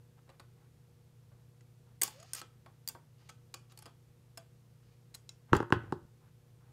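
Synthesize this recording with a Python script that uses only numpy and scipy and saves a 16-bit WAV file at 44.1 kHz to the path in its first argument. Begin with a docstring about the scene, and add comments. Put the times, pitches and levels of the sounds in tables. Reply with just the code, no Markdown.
"""A faint motor hum in a small carpeted room; close to the microphone, hands brush a stack of steel boxes.
A screwdriver works a screw in the stack's corner: its tip clicks in the screw head, ringing shaft and
box walls, and the thread grinds in tiny slips and squeaks once. Then the stack is grabbed and rocks
on the carpet with a few dull, rattling knocks. Mono, mostly direct sound, with a short room echo."""
import sys
import numpy as np
from scipy import signal
from scipy.fft import rfft, irfft
from scipy.io import wavfile
from scipy.ndimage import uniform_filter1d

SR = 44100
rng = np.random.default_rng(int(sys.argv[2]) if len(sys.argv) > 2 else 0)


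def persist_wave(psi):
    """Save psi, clipped to +-1, as 16-bit WAV."""
    counts = np.round(np.clip(psi, -1, 1) * 32767).astype(np.int16)
    wavfile.write(sys.argv[1], SR, np.atleast_2d(counts).T)


N = 296350
TIME = np.arange(N) / SR

# Levels in the tables are relative; the functions set the balance at the microphone.
# spectrum of the room's air: pitch_hz, level_db
AIR_SPECTRUM = [(15, -50), (25, -28.5), (92, -11), (102, -5), (123, -4), (161, -23.5), (175, -16),
                (242, -27), (416, -27.5), (476, -28), (607, -33), (714, -34), (1790, -40.5), (14400, -47.5),
                (16000, -60)]
# lines of the motor hum: pitch_hz, level_db
MOTOR_LINES = [(119.8, -60), (150.7, -65.5), (240, -78.5), (360.5, -82), (479.3, -76.5)]
# decay of the room echo: pitch_hz, t60_s
ECHO_DECAY = [(100, 0.3), (400, 0.24), (1500, 0.42), (5000, 0.2), (15000, 0.23)]
# colour of the room echo: pitch_hz, level_db
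ECHO_COLOUR = [(100, -2), (400, 1.5), (1400, -1), (3000, 6), (7000, 4.5), (15000, -8.5)]
# hands brush the boxes: start_s, end_s, level_db
HAND_STROKES = [(.17, .2, -69), (.27, .36, -73), (.56, .69, -77.5), (1.3, 1.43, -80), (1.86, 1.93, -77),
                (3.2, 3.24, -73.5), (5.48, 5.54, -66.5), (5.77, 5.92, -67), (6.2, 6.3, -75.5),
                (6.6, 6.72, -76)]
# panel resonances under a hand: pitch_hz, width_hz, gain_db
PANEL_RESONANCES = [(820, 310, 8), (1290, 1200, 5)]
# the stack shifts on the carpet: start_s, end_s, level_db
CARPET_STROKES = [(5.518, 5.54, -30), (5.54, 5.58, -32.5), (5.752, 5.782, -37), (5.8, 5.925, -50.5),
                  (5.93, 5.99, -50), (6.02, 6.06, -58)]
# floor resonance under the stack: pitch_hz, width_hz, gain_db
FLOOR_RESONANCE = [(110, 25, 7.5)]
# the stack rocks: start_s, level_db, contact_cutoff_hz, thump_db, rattle_db
STACK_BLOWS = [(5.5313, -6, 1589, 0, -20.5), (5.55, -19, 1705, 3.5, -9), (5.603, -17.5, 1264, -5, -27.5),
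               (5.628, -24, 1250, -7, -40), (5.704, -29.5, 1250, -2, -31), (5.7238, -8, 1808, 1, -24),
               (5.764, -40, 385, 7.5, -18.5), (5.836, -40, 500, 1, -21), (5.9235, -17.5, 1077, -9, -27.5)]
# the stack's broad response to a blow: pitch_hz, width_hz, level_db
STACK_RESPONSE = [(121, 52, 5), (326, 140, 8.5), (410, 150, 6), (900, 152.2, 1.5), (1070, 160, 0),
                  (1555, 390, 0), (2850, 590, 4), (4440, 610, 7)]
# the stack's lasting modes: pitch_hz, level_db, t60_s
STACK_RINGING = [(85, -6.5, 0.28), (115.2, 1, 0.32), (184, -14, 0.19), (265, -12.5, .25),
                 (298, -0.5, 0.063), (348.5, 3, 0.26), (407, 1, 0.14), (440.4, -9.5, 0.23),
                 (574, -12.5, 0.4), (793, -10, 0.11), (918, -2.5, 0.17), (1045, -8, .12), (1100, -8, .12),
                 (1260, -8.5, 0.31), (1336, -10, 0.23), (1493, -9, 0.26), (1708, -18.5, 0.17),
                 (1920, -23.5, .35), (2444, -14, 0.31)]
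# two bands where the stack hardly radiates, and one lift: pitch_hz, width_hz, gain_db
STACK_RADIATION = [(670, 108, -27.5), (2300, 370, -15), (3930, 250, 4.5)]
# the thread grinds: start_s, end_s, level_db
THREAD_STROKES = [(2.036, 2.08, -50.5), (2.08, 2.33, -67), (2.349, 2.408, -50), (3.18, 3.29, -75),
                  (3.287, 3.307, -57), (3.695, 3.725, -68.5), (3.79, 3.9, -73), (4.82, 4.95, -80)]
# resonances that the grinding brings out: pitch_hz, width_hz, gain_db
THREAD_RESONANCES = [(1250, 150, 11.5), (1808, 187, 7), (2450, 150, 6), (2920, 250, 7), (4760, 1300, 10),
                     (6640, 700, 6.5), (8400, 493, 2.5), (12910, 200, 12.5)]
# box wall modes under a light touch: pitch_hz, level_db, t60_s
WALL_MODES = [(353.5, -3.5, 0.081), (515.3, -5.5, 0.073), (679.4, -6.5, 0.0704), (766, -2.5, 0.062),
              (900, 1.5, 0.063), (1116, 2.5, 0.046), (1200, -0.5, .06), (1546, -2, 0.13)]
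# shaft and screw resonances: pitch_hz, width_hz, gain_db
SHAFT_RESONANCES = [(1960, 170, 0), (4000, 1300, -9.5), (4513, 630, 10), (5434, 300, 6.5), (6800, 410, 10),
                    (7979, 1300, 9), (9250, 270, 0), (11700, 300, 2.5), (12800, 840, 2.5),
                    (14680, 700, 4.5)]
# the tip touches screw or box: start_s, steel_db, box_db, bright_db, ring_hz, tock_hz, rebound_s (0: none)
TIP_TOUCHES = [(0.291, -64, -56.5, -6, 4000, 545, .008), (0.396, -56, -54, -5.5, 3940, 1470, 0.0032),
               (1.318, -92, -66, -6, 3570, 575, 0), (1.607, -63, -72.5, -14, 2003, 1390, 0),
               (2.014, -35.5, -45.5, 5, 2078, 2080, 0.00041), (2.018, -20, -42, -5, 8220, 908.5, 0),
               (2.0318, -24.5, -45, 2.5, 11450, 1120, 0.0017), (2.077, -42, -48, -3, 7300, 864, 0),
               (2.199, -53, -68, -15, 4930, 640, 0.0019), (2.227, -56, -61, -4.5, 6664, 1250, 0.0018),
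               (2.333, -30.5, -55.5, -2, 8810, 1544, 0), (2.347, -40, -57.5, -5, 8490, 2000, 0.002),
               (2.4143, -43, -45.5, -8, 4200, 1303, 0), (2.66, -66.5, -53, -3, 4700, 1090, 0.0003),
               (2.875, -32.5, -59, 0, 4712, 897.6, .011), (2.894, -44.5, -55, -3.5, 8240, 892, 0),
               (2.947, -71.5, -47.5, -8, 4174, 950, 0), (3.291, -50, -55, -12, 2220, 1301, 0.0039),
               (3.54, -39, -50, -10.5, 4020, 1136, 0.0021), (3.719, -60.5, -63.5, -2, 3820, 1290, 0.0033),
               (3.774, -50, -64, -1, 4450, 856.4, 0.014), (3.822, -55, -61, -6, 11240, 1490, 0.0024),
               (3.856, -52, -52, -5, 4945, 1237, 0.0051), (4.373, -44.5, -52.5, -4, 5220, 665, 0.0029),
               (5.141, -52, -71.5, -14, 3997, 1753, 0.0019), (5.146, -44, -61.5, -3, 4085, 1379, 0.0041),
               (5.291, -41, -63, -16, 3950, 2120, 0), (5.5651, -39.5, -41, -4, 7470, 1190, 0)]
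# limits of a click's box, middle, steel and top bands: edge_hz
CLICK_BANDS = [200, 1500, 4000, 9500, 15800]


def from_db(db):
    """Decibels to gain."""
    return 10 ** (np.asarray(db) / 20)


def rms_one(x):
    """Scale to rms 1."""
    return x / np.sqrt(np.mean(x ** 2) + 1e-20)


def burst_one(x):
    """Scale so that the loudest four milliseconds have rms 1."""
    return x / np.sqrt(uniform_filter1d(x ** 2, size=176).max() + 1e-20)


def at_hz(points, hz):
    """Read a table on a log-frequency axis."""
    pitches, values = np.transpose(points)
    return np.interp(np.log(hz + 1e-9), np.log(pitches), values)


def dying(age, t60):
    """Exponential decay, 60 dB in t60 seconds."""
    return np.exp(-np.log(1000) * age / max(t60, 1e-4))


def damped_sine(age, hz, t60):
    """One freely decaying vibration."""
    return np.sin(2 * np.pi * hz * age) * dying(age, t60)


def band(x, hz, kind, order=2):
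    """Butterworth filter."""
    sections = signal.butter(order, np.clip(hz, 10, .45 * SR), kind, fs=SR, output="sos")
    return signal.sosfilt(sections, x + 1e-18)


def resonate(x, hz, width):
    """One resonance with gain 1 at its peak."""
    r = np.exp(-np.pi * width / SR)
    poles = [1, -2 * r * np.cos(2 * np.pi * hz / SR), r * r]
    return signal.lfilter(np.array([1, 0, -1]) * (1 - r * r) / 2, poles, x + 1e-18)


def emphasise(x, peaks):
    """Lift or cut a sound in each band of a body's response."""
    for hz, width, db in peaks:
        x = x + (from_db(db) - 1) * resonate(x, hz, width)
    return x


def ringing(modes, age, spread_db):
    """Decaying modes, each struck with a random strength and sign."""
    draws = rng.standard_normal((len(modes), 2))
    return sum(np.sign(sign) * from_db(db - spread_db * luck) * damped_sine(age, hz, t60)
               for (hz, db, t60), (luck, sign) in zip(modes, draws))


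def add(out, start_s, sound):
    """Mix a sound in at a time."""
    i = int(start_s * SR)
    out[i:i + len(sound)] += sound[:N - i]


def room_air(level_db=-72.5):
    """Room tone: steady air noise with a dip at 110 Hz; the level holds for the part above 200 Hz."""
    hz = np.fft.rfftfreq(N, 1 / SR)
    air = irfft(rfft(rng.standard_normal(N)) * from_db(at_hz(AIR_SPECTRUM, hz)), N)
    air = air - .6 * resonate(air, 110, 45)
    return from_db(level_db) * air / np.std(band(air, 200, "high", order=6))


def motor_hum(gain_db=-3, waver=.15):
    """A motor in the background: low lines, each wavering slightly in level."""
    hum = np.zeros(N)
    for hz, db in MOTOR_LINES:
        line = from_db(db) * np.sqrt(2) * np.sin(2 * np.pi * (hz * TIME + rng.random()))
        drift = rms_one(band(rng.standard_normal(N), 5, "low"))
        hum += line * (1 + waver * drift)
    return from_db(gain_db) * hum


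def room_echo(x, onset_s=0.0015):
    """The small room's diffuse echo builds up in a few milliseconds and lasts longest in the middle range."""
    age, echo = TIME[:SR], 0
    edges = np.geomspace(40, 18000, 13)
    for lo, hi in zip(edges, edges[1:]):
        hz = np.sqrt(lo * hi)
        noise = band(rng.standard_normal(SR), [lo, hi], "band")
        echo = echo + from_db(at_hz(ECHO_COLOUR, hz)) * noise * dying(age, at_hz(ECHO_DECAY, hz))
    echo = echo * (1 - np.exp(-(age / onset_s) ** 2))
    return signal.fftconvolve(x, echo / np.sqrt(np.sum(echo ** 2)))[:N]


def friction(strokes, body, low_hz, top_hz, brightening, slips_per_s, rough_db, edge_s):
    """Dense, uneven slips coloured by the rubbed body; lighter strokes are duller."""
    out, hardest_db = np.zeros(N), max(db for _, _, db in strokes)
    for start_s, end_s, db in strokes:
        age = TIME[:int(max(end_s - start_s, edge_s) * SR)]
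        direction, size = rng.standard_normal((2, SR))[:, :len(age)]
        slipping = rng.random(SR)[:len(age)] < slips_per_s / SR
        slips = slipping * np.sign(direction) * from_db(rough_db * size)
        cutoff_hz = top_hz * from_db(brightening * (db - hardest_db))
        rub = band(band(emphasise(slips, body), low_hz, "high"), cutoff_hz, "low")
        fade = np.clip(np.minimum(age, age[::-1]) / edge_s, 0, 1)
        add(out, start_s, from_db(db) * rms_one(rub) * fade)
    return out


def hand_brushes():
    """Skin slides softly over the steel panels."""
    return friction(HAND_STROKES, PANEL_RESONANCES, low_hz=406.3, top_hz=1800,
                    brightening=0.042, slips_per_s=1500, rough_db=3, edge_s=0.0083)


def carpet_shifts():
    """The stack drags on the carpet and the floor rumbles under it."""
    return friction(CARPET_STROKES, FLOOR_RESONANCE, low_hz=88, top_hz=140,
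                    brightening=.05, slips_per_s=1100, rough_db=2, edge_s=0.0078)


def stack_knocks(wall_db=-7.5, crunch_db=-16, clatter_db=-11, modes_db=-27.5, tick_db=-19, thump_hz=115):
    """Each blow of the rocking stack: a blunt pulse, loose boxes rattling, modes, a tick of bare metal."""
    out, age = np.zeros(N), TIME[:SR]
    pulse = sum((-1) ** k * from_db(db) * resonate(signal.unit_impulse(SR), hz, width)
                for k, (hz, width, db) in enumerate(STACK_RESPONSE))
    for start_s, db, contact_hz, thump_db, rattle_db in STACK_BLOWS:
        shake, grit, seams = rng.standard_normal((3, SR))
        blow = band(pulse, contact_hz, "low", order=4)
        # the struck wall rings just under the contact cut-off until the hand damps it
        wall_hz = 0.826 * contact_hz
        wall = from_db(wall_db) * band(damped_sine(age, wall_hz, t60=0.011), 1.12 * wall_hz, "low", order=3)
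        shaken = signal.fftconvolve(shake, blow)[:SR]
        rattle = rms_one(band(shaken, 1400, "low", order=1)) * dying(age, t60=0.18)
        # the seams between the boxes close one after another within milliseconds
        seams = rms_one(band(band(seams, 630, "high"), contact_hz, "low", order=6))
        crunch = from_db(crunch_db) * seams * dying(age, t60=0.023)
        # wires and rims clatter above the rattle
        clatter = from_db(clatter_db) * band(grit, [2800, 5500], "band", order=1) * dying(age, t60=0.1)
        modes = band(ringing(STACK_RINGING, age, spread_db=1.5), contact_hz, "low", order=4)
        body = blow / np.abs(blow).max() + wall + crunch
        body += from_db(rattle_db) * (rattle + clatter) + from_db(modes_db) * modes
        body += (from_db(thump_db) - 1) * band(body, thump_hz, "low", order=1)
        tick = from_db(tick_db) * band(grit * dying(age, t60=0.0029), [3200, 9000], "band")
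        add(out, start_s, from_db(db) * (body + tick))
    # the stack hardly radiates in the deep bass or between its groups of modes
    return band(emphasise(out, STACK_RADIATION), 50, "high", order=1)


def thread_grind():
    """Steel thread rubs on steel in bright, gritty strokes."""
    return friction(THREAD_STROKES, THREAD_RESONANCES, low_hz=520, top_hz=13500,
                    brightening=0.35, slips_per_s=3000, rough_db=3, edge_s=0.0045)


def thread_squeak(start_s=2.13, length_s=.125, attack_s=.035, pitch_hz=473, rise_hz_per_s=2150,
                  level_db=-57, fade_db_per_s=50, jitter=0.042, overtone=0.099):
    """Slightly uneven stick-slip of the thread, rising as the screw speeds up."""
    out, age = np.zeros(N), TIME[:int(length_s * SR)]
    wobble = 1 + jitter * rms_one(band(rng.standard_normal(SR), 160, "low"))[:len(age)]
    phase = 2 * np.pi * np.cumsum((pitch_hz + rise_hz_per_s * age) * wobble) / SR
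    swell = np.minimum(age / attack_s, 1) * from_db(level_db - fade_db_per_s * age)
    add(out, start_s, swell * (np.sin(phase) + overtone * np.sin(2 * phase)))
    return out


def tip_contacts():
    """Every touch of the tip, then its weaker but sharper rebound if it has one."""
    for start_s, steel_db, box_db, bright_db, ring_hz, tock_hz, rebound_s in TIP_TOUCHES:
        yield start_s, steel_db, box_db, bright_db, ring_hz, tock_hz
        if rebound_s > 0:
            yield start_s + rebound_s, steel_db - 2, box_db - 1, bright_db + 4.5, ring_hz, tock_hz


def tip_clicks(gain_db=-4, snap=3, click_delay_s=0.00099, wall_noise_db=-3.5, ring_db=4,
               tock_db=2.5, tock_cycles=100):
    """The tip snaps on the screw and chatters, the box tocks; returns these hits and the shaft's pings."""
    hits, pings = np.zeros((2, N))
    age = TIME[:SR // 6]
    for start_s, steel_db, box_db, bright_db, ring_hz, tock_hz in tip_contacts():
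        grain, size_db = rng.standard_normal((2, len(age)))
        grain = rms_one(grain * from_db(size_db))
        grain[0] = snap
        # harder contacts settle sooner; lighter touches last longer and so are duller
        chatter_t60 = 0.019 * from_db(-0.13 * (steel_db + 40))
        contact_hz = 60000 * from_db(0.31 * steel_db)
        steel = band(emphasise(grain * dying(age, chatter_t60), SHAFT_RESONANCES), contact_hz, "low")
        wall = burst_one(ringing(WALL_MODES, age, spread_db=0.5))
        wall += from_db(wall_noise_db) * burst_one(band(grain * dying(age, t60=0.15), 1500, "low"))
        # the wall fills the lowest band, the steel the three above
        middle_db = (box_db + steel_db) / 2 + 0.5
        levels_db = [box_db, middle_db, steel_db, steel_db + bright_db]
        parts = zip([wall, steel, steel, steel], CLICK_BANDS, CLICK_BANDS[1:], levels_db)
        hit = sum(from_db(db) * burst_one(band(x, [lo, hi], "band", order=3)) for x, lo, hi, db in parts)
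        # where the tip catches decides which modes of shaft and box ring out
        ping = from_db(ring_db + steel_db) * damped_sine(age, ring_hz, t60=0.025)
        tock = band(damped_sine(age, tock_hz, t60=tock_cycles / tock_hz), 1400, "low")
        tock *= from_db(tock_db + (middle_db if tock_hz > CLICK_BANDS[1] else box_db))
        # each click sounds about a millisecond after its listed time
        add(hits, start_s + click_delay_s, hit + tock)
        add(pings, start_s + click_delay_s, ping)
    return from_db(gain_db) * hits, from_db(gain_db) * pings


def scene():
    """Tool and stack near one microphone, the room around; the thin shaft's pings arrive only directly."""
    hits, pings = tip_clicks()
    handwork = hits + thread_squeak() + thread_grind() + hand_brushes()
    stack = stack_knocks() + carpet_shifts()
    echo = room_echo(from_db(-12) * handwork + from_db(-17.5) * stack)
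    return (handwork + pings + stack + echo + room_air() + motor_hum())[None]


def record(dry, cutoff_hz=15700):
    """The microphone signal is cut steeply at the top."""
    return signal.sosfilt(signal.ellip(10, .2, 70, cutoff_hz, fs=SR, output="sos"), dry)


dry = scene()
out = record(dry)
persist_wave(out)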